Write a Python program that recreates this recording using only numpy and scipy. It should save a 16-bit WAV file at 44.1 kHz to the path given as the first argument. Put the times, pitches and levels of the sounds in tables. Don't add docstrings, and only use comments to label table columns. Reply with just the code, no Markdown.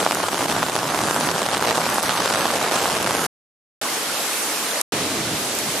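import sys
import numpy as np
from scipy import signal
from scipy.fft import rfft, irfft, next_fast_len
from scipy.io import wavfile
from scipy.ndimage import uniform_filter1d, map_coordinates

SR = 44100
rng = np.random.default_rng(int(sys.argv[2]) if len(sys.argv) > 2 else 0)


def master(y):
    cut = np.clip(np.atleast_2d(y).T, -1, 1)
    pcm = np.round(cut * 32767)
    wavfile.write(sys.argv[1], SR, pcm.astype(np.int16))


def gain_from_decibels(decibels):
    exponent = np.asarray(decibels, float) / 20
    return 10 ** exponent


N = 255780

# start/s, end/s
SHOTS = [
    (0, 3.2672),
    (3.8140, 4.8195),
    (4.9218, 5.81),
]
# f/Hz, likeness/0-1
SHELTERED = [(60, 0.84), (180, 0.92), (550, 1), (1650, 0.68), (4970, 0.48), (15000, 0.54)]
# f/Hz, likeness/0-1
OPEN = [(60, 0.93), (180, 0.99), (550, 0.94), (1650, 0.57), (4970, 0.21), (15000, 0.084)]


def unit(x):
    return x / np.sqrt(np.mean(x ** 2) + 1e-20)


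def along(points, hz):
    f, v = np.transpose(points)
    return np.interp(np.log(hz + 1), np.log(f + 1), v)


def curves(rows):
    s, *cols = np.transpose(rows)
    return [np.interp(np.arange(N) / SR, s, c) for c in cols]


def wobble(rate):
    knots = rng.standard_normal(int(N * rate / SR) + 4)
    return map_coordinates(knots, [np.arange(N) * rate / SR])


def filtered(x, response):
    m = next_fast_len(N + 8192)
    return irfft(rfft(x, m) * response(np.fft.rfftfreq(m, 1 / SR)), m)[..., :N]


def rush(spectrum, alike, patchy_db):
    z = signal.stft(rng.standard_normal((2, N)), nperseg=512)[2]
    field = uniform_filter1d(rng.standard_normal(z.shape[1:]), size=6, axis=0)
    field = uniform_filter1d(field, size=10, axis=1)
    pair = signal.istft(z * gain_from_decibels(patchy_db * unit(field)), nperseg=512)[1][:, :N]

    def mid_side(hz):
        turn = np.arccos(np.clip(along(alike, hz), 0, 1)) / 2
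        return gain_from_decibels(along(spectrum, hz)) * [np.cos(turn), np.sin(turn)]

    mid, side = filtered(pair, mid_side)
    return unit(np.array([mid + side, mid - side]))


def grains(s, db, hz, pan_db, lag_s, shape, size):
    out = []
    for side in (.5, -.5):
        start = (s + side * lag_s) * SR
        at = np.ceil(start)[:, None] + np.arange(size)
        cycles = (at - start[:, None]) / SR * hz[:, None]
        wave = gain_from_decibels(db + side * pan_db)[:, None] * shape(cycles)
        place = np.clip(at, 0, N).astype(int)
        out.append(np.bincount(place.ravel(), wave.ravel(), N + 1)[:N])
    return np.array(out)


def bursts(s, db, t60):
    hits = np.bincount(np.round(s * SR).astype(int), gain_from_decibels(db) ** 2, N)[:N]
    power = signal.lfilter([1], [1, -gain_from_decibels(-120 / (abs(t60) * SR))], hits)
    return np.sqrt(np.abs(power))


def heavy_drops(count=150):
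    # t/s, peak level/dB, cloth pitch f/Hz, left-right/dB
    big_drops = [(0.0288, -10, 920, -3), (0.0638, 3, 960, -3.5), (0.0665, -19, 920, -2),
                 (0.1099, -4, 1000, -3), (0.202, -7.5, 1100, 2.5), (0.5109, -9.5, 1700, -1),
                 (0.5807, -10, 960, -3), (0.6293, -2, 1300, -2), (0.6978, -13, 960, -0.5),
                 (0.7794, -18, 1050, 4), (0.9197, -15, 1160, 0), (0.9464, -7.5, 1050, -5),
                 (1.0856, -5, 1300, -1), (1.4631, -8.5, 1000, 1), (1.53, -12.5, 1000, -3.5),
                 (1.5702, -7, 1100, -1), (1.6254, -3.5, 1380, -4), (1.709, -6, 1380, -5),
                 (1.7164, -5.5, 850, -0.5), (1.773, -10, 960, 1), (1.7793, -5, 920, -3.5),
                 (1.8651, -8, 960, -2.5), (1.9828, -0.5, 1100, -3), (2.2033, -10, 1050, 0.5),
                 (2.2585, -6.5, 1220, 6), (2.3478, -6.5, 1300, -6), (2.4555, -3.5, 1050, -5.5),
                 (2.8566, -4.5, 1220, -4.5), (3.0732, -7.5, 1000, -4), (3.1092, -6.5, 1380, -6)]
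    usual_db, usual_hz = -10.5, 1084
    when = (np.arange(count) + 2 * rng.random(count)) * SHOTS[0][1] / (count + 1)
    luck = rng.standard_normal((count, 3))
    mid_db = usual_db + 2.5 * np.clip(luck[:, 0], -3, 1.5)
    mid_hz = usual_hz * np.exp(.14 * luck[:, 1])
    middling = np.column_stack([when, mid_db, mid_hz, .2 + luck[:, 2]])
    s, db, hz, pan_db = np.transpose(np.vstack([big_drops, middling]))
    crack_db = -13 - 7.5 * np.log2(hz / usual_hz) - .4 * (db - usual_db)
    crack_db = crack_db + 7.5 * np.tanh(rng.standard_normal(len(s)))
    return s, db, hz, crack_db, pan_db


def push(cycles):
    envelope = (1 - np.exp(-cycles / .11)) * np.exp(-(cycles / 1.2) ** 2.2)
    return envelope * np.sin(2 * np.pi * (.9 * cycles) ** .8)


def umbrella(count=2400):
    # t/s, level/dB
    patter_level = [(0, -18.5), (.12, -32.5), (.42, -24.5), (.85, -26.5), (1.2, -25), (1.33, -24),
                    (1.5, -24), (1.69, -19.5), (1.81, -26.5), (2.25, -22.5), (2.41, -22.5), (2.7, -20),
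                    (2.9, -22.5), (3.02, -20.5), (3.26, -25.5)]
    # f/Hz, level/dB per Hz
    crack_spectrum = [(600, -7.5), (1500, 0.5), (3000, 2.5), (6000, -2.5), (10000, -5.5), (13000, -19.5),
                      (16000, -39)]
    s, db, hz, crack_db, pan_db = heavy_drops()
    lag_s = 4e-5 * rng.standard_normal(len(s))
    big = grains(s + .03 / hz, db + .2, hz, pan_db + .97, lag_s, push, size=220)
    crack = bursts(s + .09 / hz, db + crack_db + 1, t60=.0058)

    chance = np.column_stack([rng.random((count, 2)), rng.standard_normal((count, 3))])
    small_s = chance[:, 0] * SHOTS[0][1]
    small_db = -3.5 * np.log(chance[:, 1] + .07)
    small_hz = 1000 * np.exp(.31 * chance[:, 2])
    patter = grains(small_s, small_db, small_hz, 2.5 * chance[:, 3], 6e-5 * chance[:, 4], push, size=220)
    fizz = unit(bursts(small_s, 1.2 * small_db, t60=.0039))

    flurries = unit(uniform_filter1d(rng.standard_normal(N), size=1800))
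    level = gain_from_decibels(curves(patter_level)[0] + .96 * flurries)
    thumps = big + level * gain_from_decibels(-5.5) * unit(patter)
    burst_level = crack + level * gain_from_decibels(-7.5) * fizz
    return thumps + burst_level * rush(crack_spectrum, SHELTERED, patchy_db=1.5)


def street():
    # t/s, rain on the water level/dB, wind level/dB
    weather = [(0, -28, -33.5), (.5, -30, -30), (.85, -30.5, -29), (1.25, -27.5, -27.5), (1.5, -31, -31.5),
               (1.85, -27, -31.5), (2.4, -27.5, -32.5), (2.75, -27, -35), (3.05, -29.5, -27.5),
               (3.26, -26, -36), (3.82, -27, -38.5), (4.3, -26.5, -46), (4.81, -26.5, -47),
               (4.93, -24, -25), (5.1, -26, -29.5), (5.28, -26.5, -25), (5.47, -27, -32.5),
               (5.8, -26.5, -33)]
    # f/Hz, level/dB per Hz
    hiss_spectra = [
        [(88, -34), (150, -3.5), (275, -5), (734, -4), (1430, -2), (2040, -10.5), (9970, -14), (12900, -18.5),
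         (13900, -27), (15000, -27.5), (16300, -55.5)],
        [(88, -53), (150, -13), (270, -5), (349, -3.5), (377, -6.5), (432, -3), (810, -3), (1550, -5.5),
         (11200, -9.5), (14800, -19.5), (16300, -51.5)],
        [(88, -34), (150, -18), (441, -5), (558, -7.5), (640, -5.5), (810, -8), (1740, -11), (10800, -12),
         (14500, -20.5), (15300, -47.5), (16300, -99)],
    ]
    # f/Hz, level/dB per Hz
    roar_spectrum = [(15, -47.5), (30, -16.5), (60, -11.5), (110, -2), (200, -2.5), (320, 0.5),
                     (500, -14.5), (900, -35.5)]
    spray_db = [0.5, -0.5, -3]
    calm_db = [-30.5, -32.5, -29.5]
    spray_per_wind = [-.1, -.1, -0.81]
    turn_db = [-2, -4.5, -3.5]
    t = np.arange(N) / SR
    hiss_db, roar_db = curves(weather)
    shot = np.clip(np.searchsorted([end for _, end in SHOTS], t - .02), 0, 2)

    gust_db = roar_db - np.take(calm_db, shot)
    bright_db = np.take(spray_db, shot) + np.take(spray_per_wind, shot) * gust_db + 1.5 * wobble(5.4)
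    since_s = np.abs(t - np.take([start for start, _ in SHOTS], shot))
    bright_db = bright_db + np.take(turn_db, shot) * np.exp(-since_s / .17)

    hiss = np.choose(shot, [rush(hiss_spectra[0], SHELTERED, patchy_db=2.0),
                            rush(hiss_spectra[1], OPEN, patchy_db=1.2),
                            rush(hiss_spectra[2], OPEN, patchy_db=.5)])
    spray = filtered(hiss, lambda hz: 1 / (1 + (7500 / (hz + 1)) ** 4))
    water = gain_from_decibels(hiss_db + 3.5) * (hiss + (gain_from_decibels(bright_db) - 1) * spray)
    roar = gain_from_decibels(roar_db - 3.0 + 1.3 * wobble(6)) * rush(roar_spectrum, OPEN, patchy_db=1.0)
    return water + roar


def ring(rise, life, glide):
    def wave(c):
        envelope = (1 - np.exp(-c / rise)) * np.exp(-c / life)
        return envelope * np.sin(2 * np.pi * c * (1 + glide * c / life))
    return wave


def splashes():
    # t/s, peak level/dB, pitch f/Hz, left-right/dB
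    near_splashes = [(0.147, -13, 10200, 0), (0.7502, -29.5, 5900, 0.0), (1.2002, -14, 5040, 0.5),
                     (1.5763, -19, 8360, 1.5), (1.899, -12, 10770, -7), (1.943, -15, 8700, -6),
                     (2.0285, -15, 6910, -11), (2.0773, -28, 7010, -10.5), (2.3371, -18, 7950, -2),
                     (2.394, -19.5, 5120, 2), (2.625, -24.5, 6530, -3), (3.0257, -18, 9980, 7.5),
                     (4.706, -21, 7550, -2.5), (4.812, -6.5, 10400, -2), (5.5507, -17, 10700, 0.0),
                     (5.5875, -12, 8870, -1.5)]
    spit_spectrum = [(2500, -30), (5500, -5), (10000, 0), (14000, -4), (16000, -12)]  # f/Hz, level/dB
    s, db, hz, pan_db = np.transpose(near_splashes)
    lag_s = 5e-5 * rng.standard_normal(len(s))
    tick = grains(s + .0009, db - 1.5, hz, pan_db, lag_s, ring(rise=.8, life=1.6, glide=0), size=200)
    spit = uniform_filter1d(bursts(s + .0008, db + 1.5, t60=.008), size=30)
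    return tick + spit * rush(spit_spectrum, OPEN, patchy_db=3)


def lulls(half_s=.011):
    # t/s, depth level/dB
    gaps = [(0.301, -5), (0.472, -5), (0.712, -3), (1.333, -3), (1.518, -2), (1.597, -3.5), (1.739, -4),
            (2.013, -7), (2.282, -2), (2.59, -3.5), (2.702, -4), (3.054, -3.5)]
    t = np.arange(N) / SR
    return gain_from_decibels(sum(db * np.exp(-((t - s) / half_s) ** 2) for s, db in gaps))


def puddles(count=260):
    # t/s, peak level/dB, pitch f/Hz
    near_bubbles = [
        (3.85, -36, 1033),
        (3.885, -32, 1960),
        (4.095, -33, 1324),
        (4.33, -33, 2470),
        (4.49, -37.5, 2160),
        (4.71, -32, 3400),
    ]
    s, db, hz = np.transpose(near_bubbles)
    near = grains(s, db + 15.0, hz, 0 * s, 0 * s, ring(rise=4.2, life=11.3, glide=.031), size=1500)
    chance = np.column_stack([rng.random(count), rng.standard_normal((count, 4))])
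    open_s = SHOTS[1][0]
    far_s = open_s + chance[:, 0] * (N / SR - open_s)
    far_db = -34 + 3 * chance[:, 1]
    far_hz = 1600 * np.exp(.65 * chance[:, 2])
    far = grains(far_s, far_db, far_hz, 3 * chance[:, 3], 8e-5 * chance[:, 4],
                 ring(rise=3.5, life=7, glide=.1), size=1200)
    return near + far


def scene():
    return lulls() * (street() + umbrella()) + puddles() + splashes()


def patchy_treble(x, width=32, size=326):
    # t/s, share of difference bands lost/0-1
    dropouts = [(0, .5), (.14, 0), (.2, .6), (.55, .5), (.68, 0), (.8, .8), (1.8, .45), (2.85, .55),
                (2.93, 0), (3.26, .3), (3.95, 0), (4.1, .5), (4.8, .5), (4.9, 0), (5.42, 0), (5.5, .55)]
    pair = np.pad([x[0] + x[1], x[0] - x[1]], ((0, 0), (size, 0))) / 2
    hz, t, z = signal.stft(pair, SR, window="cosine", nperseg=2048)
    luck = uniform_filter1d(rng.standard_normal((2, len(hz) // width + 1, len(t))), size=2)
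    rank = luck.ravel().argsort().argsort().reshape(luck.shape) / luck.size
    hunger = np.interp(t, *np.transpose(dropouts))
    share = (hunger + .03) * np.array([.2, .95])[:, None, None]

    flutter_hz = 800 * uniform_filter1d(rng.standard_normal((2, len(t))), size=2)
    top_hz = np.where(t < SHOTS[1][0], 14900 - 1500 * hunger, 15100 - 500 * hunger)
    top_hz = top_hz - 1800 * np.exp(-((t - 5.24) / .1) ** 2) + flutter_hz
    band_hz = (np.arange(len(hz)) // width * width * hz[1])[:, None]
    treble = band_hz > 6500
    lost = (np.repeat(rank, width, axis=1)[:, :len(hz)] < share) & treble
    empty = lost | (band_hz + 350 > top_hz[:, None])
    refill = np.where(treble, (1 - share) ** -.25, 1)
    mid, side = signal.istft(z * ~empty * refill, SR, window="cosine", nperseg=2048)[1][:, size:size + N]
    return np.array([mid + side, mid - side])


def band_limit(x):
    return signal.sosfilt(signal.butter(12, 16100, fs=SR, output="sos"), x)


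def record(dry):
    heard = filtered(dry, lambda hz: (1j * hz / (1j * hz + 55)) ** 2) * gain_from_decibels([[-.55], [.55]])
    power = signal.lfilter([1 / (.035 * SR)], [1, 1 / (.02 * SR) - 1], np.mean(heard ** 2, axis=0))
    ducked = heard / (1 + np.abs(power) / gain_from_decibels(-17.5) ** 2) ** .33
    ducked = ducked / (1 + np.abs(ducked / .9) ** 4) ** .25
    t = np.arange(N) / SR
    fade_s = .004
    kept = sum((t >= start) * np.clip((end - t) / fade_s, 0, 1) for start, end in SHOTS)
    return band_limit(patchy_treble(ducked) * kept)


dry = scene()
out = record(dry)
master(out)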